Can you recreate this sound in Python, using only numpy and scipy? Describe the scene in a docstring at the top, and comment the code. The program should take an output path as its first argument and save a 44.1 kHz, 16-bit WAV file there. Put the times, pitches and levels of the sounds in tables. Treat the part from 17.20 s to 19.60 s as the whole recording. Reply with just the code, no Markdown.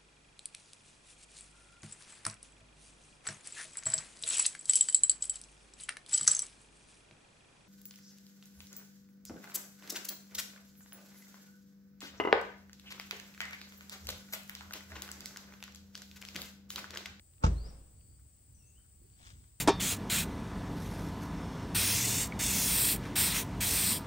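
"""Something like a car door shuts close by: the latch cracks, the body booms and the trees return the blow.
Later a shoe scuffs grit; small ticks and soft bumps are scattered about, and birds whistle thin glides.
Insects drone over the hush and far rumble of a dirt road at a jungle's edge.
Struck bodies are decaying sines, whistles are gliding sines, and all the rest is coloured, shaped noise."""
import sys
import numpy as np
from scipy import signal
from scipy.fft import rfft, irfft
from scipy.io import wavfile
from scipy.ndimage import uniform_filter1d

SR = 44100
rng = np.random.default_rng(int(sys.argv[2]) if len(sys.argv) > 2 else 0)


def waveform_to_disk(signal):
    """Save audio, clipped to [-1, 1], as 16-bit WAV at the path in sys.argv[1]."""
    frames = np.transpose(np.atleast_2d(signal))
    scaled = np.clip(frames, -1, 1) * 32767
    samples = np.round(scaled).astype(np.int16)
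    wavfile.write(sys.argv[1], SR, samples)


N = 105840
T = np.arange(N) / SR
HZ = np.maximum(np.arange(N // 2 + 1) * SR / N, 1)
SIDES = np.array([[1], [-1]])  # left, right

# likeness of distant sound at the two microphones, limited to -1..1 in use: (frequency [Hz], likeness)
DISTANT_LIKENESS = [(60, 0.99), (140, 0.84), (300, 0.74), (640, 0.073), (1400, -.15), (3100, 0.35),
                    (7000, -0.42), (15000, -3)]
# near sounds reach the microphones unequally: (frequency [Hz], left minus right [dB])
NEAR_BALANCE = [(300, -1.5), (750, 4), (1400, -7), (2600, -3.5), (3700, -4.5), (5500, 12), (7500, 23.5),
                (10000, -10)]
# near sounds reach the microphones out of step: (frequency [Hz], phase lead of the left [rad])
NEAR_LEAD = [(200, 0.5), (520, 2.16), (1000, 3), (2300, 2), (3300, 6), (4400, 3.5), (6900, 7)]


def amp(db):
    """Decibels to gain."""
    return 10 ** (np.asarray(db) / 20)


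def colour(points):
    """A table interpolated over log frequency, read at every bin."""
    hz, value = np.transpose(points)
    return np.interp(np.log(HZ), np.log(hz), value)


def pan(db):
    """Left and right gains of constant power for a left-minus-right difference in dB."""
    gains = amp(np.atleast_1d(db) * SIDES / 2)
    return gains / np.sqrt(np.mean(gains ** 2, axis=0))


def noise(gain, likeness, pan_db=0, lead=0):
    """Stereo noise with a gain per root Hz, a left-right likeness and a phase lead of the left."""
    mid, side = rfft(rng.standard_normal((2, N)))
    likeness = np.clip(likeness, -1, 1)
    pair = np.sqrt(1 + likeness) * mid + np.sqrt(1 - likeness) * side * SIDES
    spectrum = pair * gain * pan(pan_db) * np.exp(.5j * lead * SIDES)
    return irfft(spectrum, N) * np.sqrt(SR) / 2


def near_noise(gain, pan_db):
    """Noise from close by: balance, phase lead and likeness of the two sides vary with frequency."""
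    # (frequency [Hz], likeness)
    near_likeness = [(150, 1), (700, 0.82), (1500, 1), (3000, 0.46), (7000, 1)]
    return noise(gain, colour(near_likeness), colour(NEAR_BALANCE) + pan_db, colour(NEAR_LEAD))


def near_sound(x, lead_share):
    """A broad surface close by: one signal given the near balance and a share of the near phase lead."""
    turn = np.exp(.5j * lead_share * colour(NEAR_LEAD) * SIDES)
    return irfft(rfft(x) * pan(colour(NEAR_BALANCE)) * turn, N)


def resonance(hz, width):
    """The gain curve of a single peak, scaled to unit power."""
    gain = 1 / (1 + ((HZ - hz) / width) ** 2 * 2)
    return gain / np.sqrt(np.sum(gain ** 2) * SR / N)


def drift(rate):
    """Random wandering of spread 1, rolled off above a rate in Hz."""
    x = irfft(rfft(rng.standard_normal(N)) / (1 + (HZ / rate) ** 2), N)
    return x / x.std()


def swell(s, rise, t60):
    """Grows exponentially to a peak at s, then dies away."""
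    return np.exp(np.minimum(T - s, 0) / rise) * amp(-60 * np.maximum(T - s, 0) / t60)


def burst(s, attack, t60):
    """Silent until s, then a straight attack and an exponential decay."""
    return np.clip((T - s) / attack, 0, 1) * amp(-60 * np.maximum(T - s - attack, 0) / t60)


def ring(modes, s):
    """Modes struck at s: each is a sine that decays exponentially."""
    age = np.maximum(T - s, 0)
    return sum(amp(db - 60 * age / t60) * np.sin(2 * np.pi * hz * age) for hz, db, t60 in modes)


def door():
    """A soft noise swells, each contact booms, knocks the panel and rattles the latch; then the blow returns."""
    # the door meets seal, latch and frame, then rebounds; levels are gains on the tables below:
    # (time [s], boom gain [dB], panel gain [dB], crack gain [dB], crack t60 [s])
    contacts = [(0.226, -64, -23, -13.5, 0.13), (0.2366, -50, 2.5, 0.5, 0.089),
                (0.2421, -1, 2, -0.5, 0.087), (.263, -49.5, -10.5, -5, .08), (.277, -10.5, -20, -29, 0.021)]
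    # modes of cabin and body before the contact gain: (frequency [Hz], level [dB], t60 [s])
    boom_modes = [(54.6, -20.5, 0.62), (77.4, -16, .31), (101, -31.5, 0.054), (120.7, -21.5, 0.11),
                  (166, -27, 0.2), (201.4, -39.5, 0.27)]
    # modes of the heavily damped panel before the contact gain: (frequency [Hz], level [dB], t60 [s])
    panel_modes = [(350, -44, 0.11), (497, -32.5, 0.046), (673, -40, 0.081), (877, -27.5, 0.062),
                   (1135, -33.5, 0.046), (1246, -35, .04), (1382, -31.5, 0.044), (2730, -42, 0.045)]
    # latch crack and rattle before the contact gain: (frequency [Hz], density [dB per Hz])
    crack_colour = [(150, -74), (500, -71), (1400, -66.5), (1800, -80), (2800, -81), (3500, -83.5),
                    (5400, -77.5), (7500, -84.5), (9500, -102), (11000, -130)]

    boom = -sum(amp(db) * ring(boom_modes, s) for s, db, _, _, _ in contacts)
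    boom = signal.sosfilt(signal.butter(2, 47.7, "high", fs=SR, output="sos"), boom)

    # neighbouring modes start with opposite sign
    panel = sum(amp(db) * (ring(panel_modes[::2], s) - ring(panel_modes[1::2], s))
                for s, _, db, _, _ in contacts)

    rattle = sum(amp(db) * burst(s, 0.0019, t60) for s, _, _, db, t60 in contacts)
    rattle = rattle * amp(1.6 * drift(350))
    crack = rattle * near_noise(amp(colour(crack_colour)), pan_db=3)
    return soft_swell() + boom + near_sound(panel, lead_share=0.88) + crack + returned_blow()


def soft_swell():
    """A faint soft noise around the first contacts: near noise swelling up to them, then dying quickly."""
    # at the peak of the swell: (frequency [Hz], density [dB per Hz])
    swell_colour = [(50, -81), (130, -73), (300, -79), (1300, -80.5), (2000, -93), (6000, -115)]
    return swell(.235, rise=.012, t60=.03) * near_noise(amp(colour(swell_colour)), pan_db=-1.5)


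def returned_blow():
    """Ground and trees scatter the blow: an early noise tail, then a duller one that rises more slowly."""
    # early tail at its peak: (frequency [Hz], density [dB per Hz])
    early_colour = [(50, -63.5), (110, -52.5), (250, -65.5), (500, -69), (800, -79), (1300, -80.5),
                    (2000, -89.5), (4000, -92.5), (7000, -92.5), (11000, -126)]
    # late tail at its peak: (frequency [Hz], density [dB per Hz])
    late_colour = [(50, -68), (120, -74.5), (250, -85.5), (500, -84.5), (1300, -95), (2000, -102),
                   (4500, -105), (7000, -110), (11000, -135)]
    likeness = colour(DISTANT_LIKENESS)
    early = burst(.245, attack=0.0137, t60=0.53) * noise(amp(colour(early_colour)), likeness, pan_db=0.9)
    late = burst(0.39, attack=0.072, t60=0.88) * noise(amp(colour(late_colour)), likeness, pan_db=0.3)
    return early + late


def shoe():
    """The sole drags over grit and catches a few times: strokes shape noise whose level flickers grainily."""
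    # strokes, as gains on the grit: (time of the peak [s], gain [dB], rise [s], decay t60 [s])
    scuffs = [(2.071, 0.5, 0.065, 0.47), (2.054, 3.5, 0.0037, 0.078), (2.094, 1.5, 0.0045, 0.12),
              (2.031, 3, 0.00082, 0.015), (2.225, -14, 0.059, 0.76)]
    # grit before stroke and grain: (frequency [Hz], density [dB per Hz])
    grit_colour = [(100, -88.5), (300, -103), (700, -102.5), (1300, -96.5), (2200, -99), (3300, -97.5),
                   (5000, -100), (7500, -101), (9500, -114), (11500, -135)]
    grain_db, grain_rate_hz = 3, 270
    force = np.sqrt(sum((amp(db) * swell(s, rise, t60)) ** 2 for s, db, rise, t60 in scuffs))
    grain = amp(grain_db * drift(grain_rate_hz))
    return force * grain * near_noise(amp(colour(grit_colour)), pan_db=6.5)


def taps(rows, width, attack, pan_db):
    """Small blows: each is a noise burst in one broad resonance, its width a share of the pitch."""
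    return sum(amp(db) * burst(s, attack, t60) * noise(resonance(hz, width * hz), 0.18, pan_db)
               for s, hz, db, t60 in rows)


def ticks():
    """Small dry ticks, as of twigs: very short bursts with a sharp attack."""
    # (time [s], pitch [Hz], level [dB], t60 [s])
    tick_rows = [(.136, 2800, -67, 0.019), (.181, 2800, -63.5, 0.0082), (.811, 2900, -61, 0.0084),
                 (1.9, 3200, -73.5, .02), (2.24, 1942, -67.5, .025)]
    return taps(tick_rows, width=0.53, attack=0.00054, pan_db=4)


def bumps():
    """Soft distant bumps: narrower resonances with a gentler attack."""
    # (time [s], pitch [Hz], level [dB], t60 [s])
    bump_rows = [(.99, 1400, -81, 0.13), (1.578, 1460, -78, 0.29), (1.64, 1436, -73.5, 0.13),
                 (1.812, 310, -61, 0.055), (1.838, 375.1, -62, 0.099), (1.996, 743, -65, 0.12)]
    return taps(bump_rows, width=.25, attack=0.004, pan_db=0.0)


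def birds():
    """Near-pure glides that waver a little in pitch and level and linger among the trees."""
    # one list of glide points for each whistle, before the waver: (time [s], pitch [Hz], level [dB])
    whistles = [
        [(.335, 3650, -79), (.38, 4250, -63), (.42, 4690, -65.5), (.45, 4850, -59), (.488, 5820, -65),
         (.508, 5370, -64)],
        [(.75, 4620, -84), (.87, 4540, -82), (.97, 4630, -81)],
        [(1.345, 6080, -74.5), (1.41, 5650, -74), (1.445, 5800, -79.5), (1.485, 6450, -65.5), (1.52, 6950, -78)],
        [(1.385, 2882, -87), (1.435, 2635, -75), (1.5, 2687, -79.5), (1.54, 2650, -85), (1.58, 3026, -73),
         (1.61, 3080, -80)],
        [(1.78, 4390, -89), (1.89, 4570, -88), (1.96, 4620, -76)],
    ]
    # one value for each whistle: left minus right [dB]
    whistle_pans = [6, 7, 11, 1.5, -8]
    waver, waver_db = .011, 3.5  # spreads of pitch (as a share) and of level
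    dry_song = 0
    for rows, pan_db in zip(whistles, whistle_pans):
        s, hz, db = np.transpose(rows)
        pitch = uniform_filter1d(np.interp(T, s, hz), size=600) * (1 + waver * drift(89))
        gate = uniform_filter1d(1. * ((T > s[0]) & (T < s[-1])), size=400)
        level = amp(np.interp(T, s, db) + waver_db * drift(85))
        tone = np.sin(2 * np.pi * np.cumsum(pitch) / SR)
        dry_song = dry_song + pan(pan_db) * gate * level * tone

    # the trees answer as decaying noise of unit energy on each side
    trees = rng.standard_normal((2, N)) * burst(0.0072, attack=.01, t60=.45)
    trees /= np.sqrt(np.sum(trees ** 2, axis=1, keepdims=True))
    return dry_song + amp(-5) * signal.fftconvolve(dry_song, trees, axes=1)[:, :N]


def insects():
    """Each chorus is a narrow band of buzz, driven in rapid strokes that start sharply and fade."""
    # choruses; level is before skirt, pulse and flutter, pulse rate before its wander, flutter a spread:
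    # (centre [Hz], width [Hz], level [dB], left minus right [dB], likeness,
    #  pulse rate [per s], pulse depth, flutter [dB])
    choruses = [(8013, 810, -68.5, 16, .1, 270, .3, 0.64), (8446, 810, -71, -1, 0.077, 111, 0.2, -0.1),
                (9575, 430, -80.5, -4.5, 0.33, 70, 0.12, 1.5), (15400, 650, -76.5, 0.5, .9, 30, .35, 0),
                (14140, 1500, -85.5, 1, 0.4, 26, 0.14, -1.6), (4670, 330, -87.5, 9, 0.074, 36, 0.18, 0.5),
                (6200, 1400, -96.5, 32, 0.14, 50, 0.11, 1.5)]
    rate_wander = .015  # spread, as a share of the rate
    out = 0
    for hz, width, db, pan_db, likeness, rate, depth, flutter_db in choruses:
        cycle = np.cumsum(rate * (1 + rate_wander * drift(4.5))) / SR % 1
        pulse = uniform_filter1d(1 + depth * (1 - 2 * cycle), size=50)
        skirt = 1 / (1 + ((HZ - hz) / (2 * width)) ** 4)
        buzz = noise(resonance(hz, width) * skirt, likeness, pan_db)
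        out = out + buzz * pulse * amp(db + flutter_db * drift(40))
    return out


def air():
    """A steady forest hush over a far rumble that swells slowly: one noise colour split into two bands."""
    # hush and rumble together, before the swell: (frequency [Hz], density [dB per Hz])
    air_colour = [(20, -100), (40, -92), (60, -78.5), (110, -84), (200, -97.5), (400, -106), (800, -113),
                  (2000, -116), (4000, -118), (6000, -114), (9500, -118), (11500, -134)]
    # swell of the rumble, before a small random drift: (time [s], gain [dB])
    rumble_swell = [(0, 0), (.9, 3.5), (1.25, -1), (1.6, 1.5), (1.9, 1.5), (2.15, 5.5), (2.4, -2)]
    rumble_top_hz = 440
    gain = amp(colour(air_colour))
    low = 1 / (1 + (HZ / rumble_top_hz) ** 4)  # the rumble's share of the power
    likeness = colour(DISTANT_LIKENESS)
    level = amp(np.interp(T, *np.transpose(rumble_swell)) + 1.4 * drift(8))
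    rumble = noise(gain * np.sqrt(low), likeness, pan_db=-.7) * level
    hush = noise(gain * np.sqrt(1 - low), likeness, pan_db=0.9)
    return rumble + hush


def scene():
    """The door, shoe and small sounds over birds, insects and the air of the road."""
    return door() + shoe() + ticks() + bumps() + birds() + insects() + air()


def record(dry):
    """The treble is cut steeply above 15750 Hz by an elliptic low-pass."""
    return signal.sosfilt(signal.ellip(12, .1, 80, 15750, fs=SR, output="sos"), dry)


dry = scene()
out = record(dry)
waveform_to_disk(out)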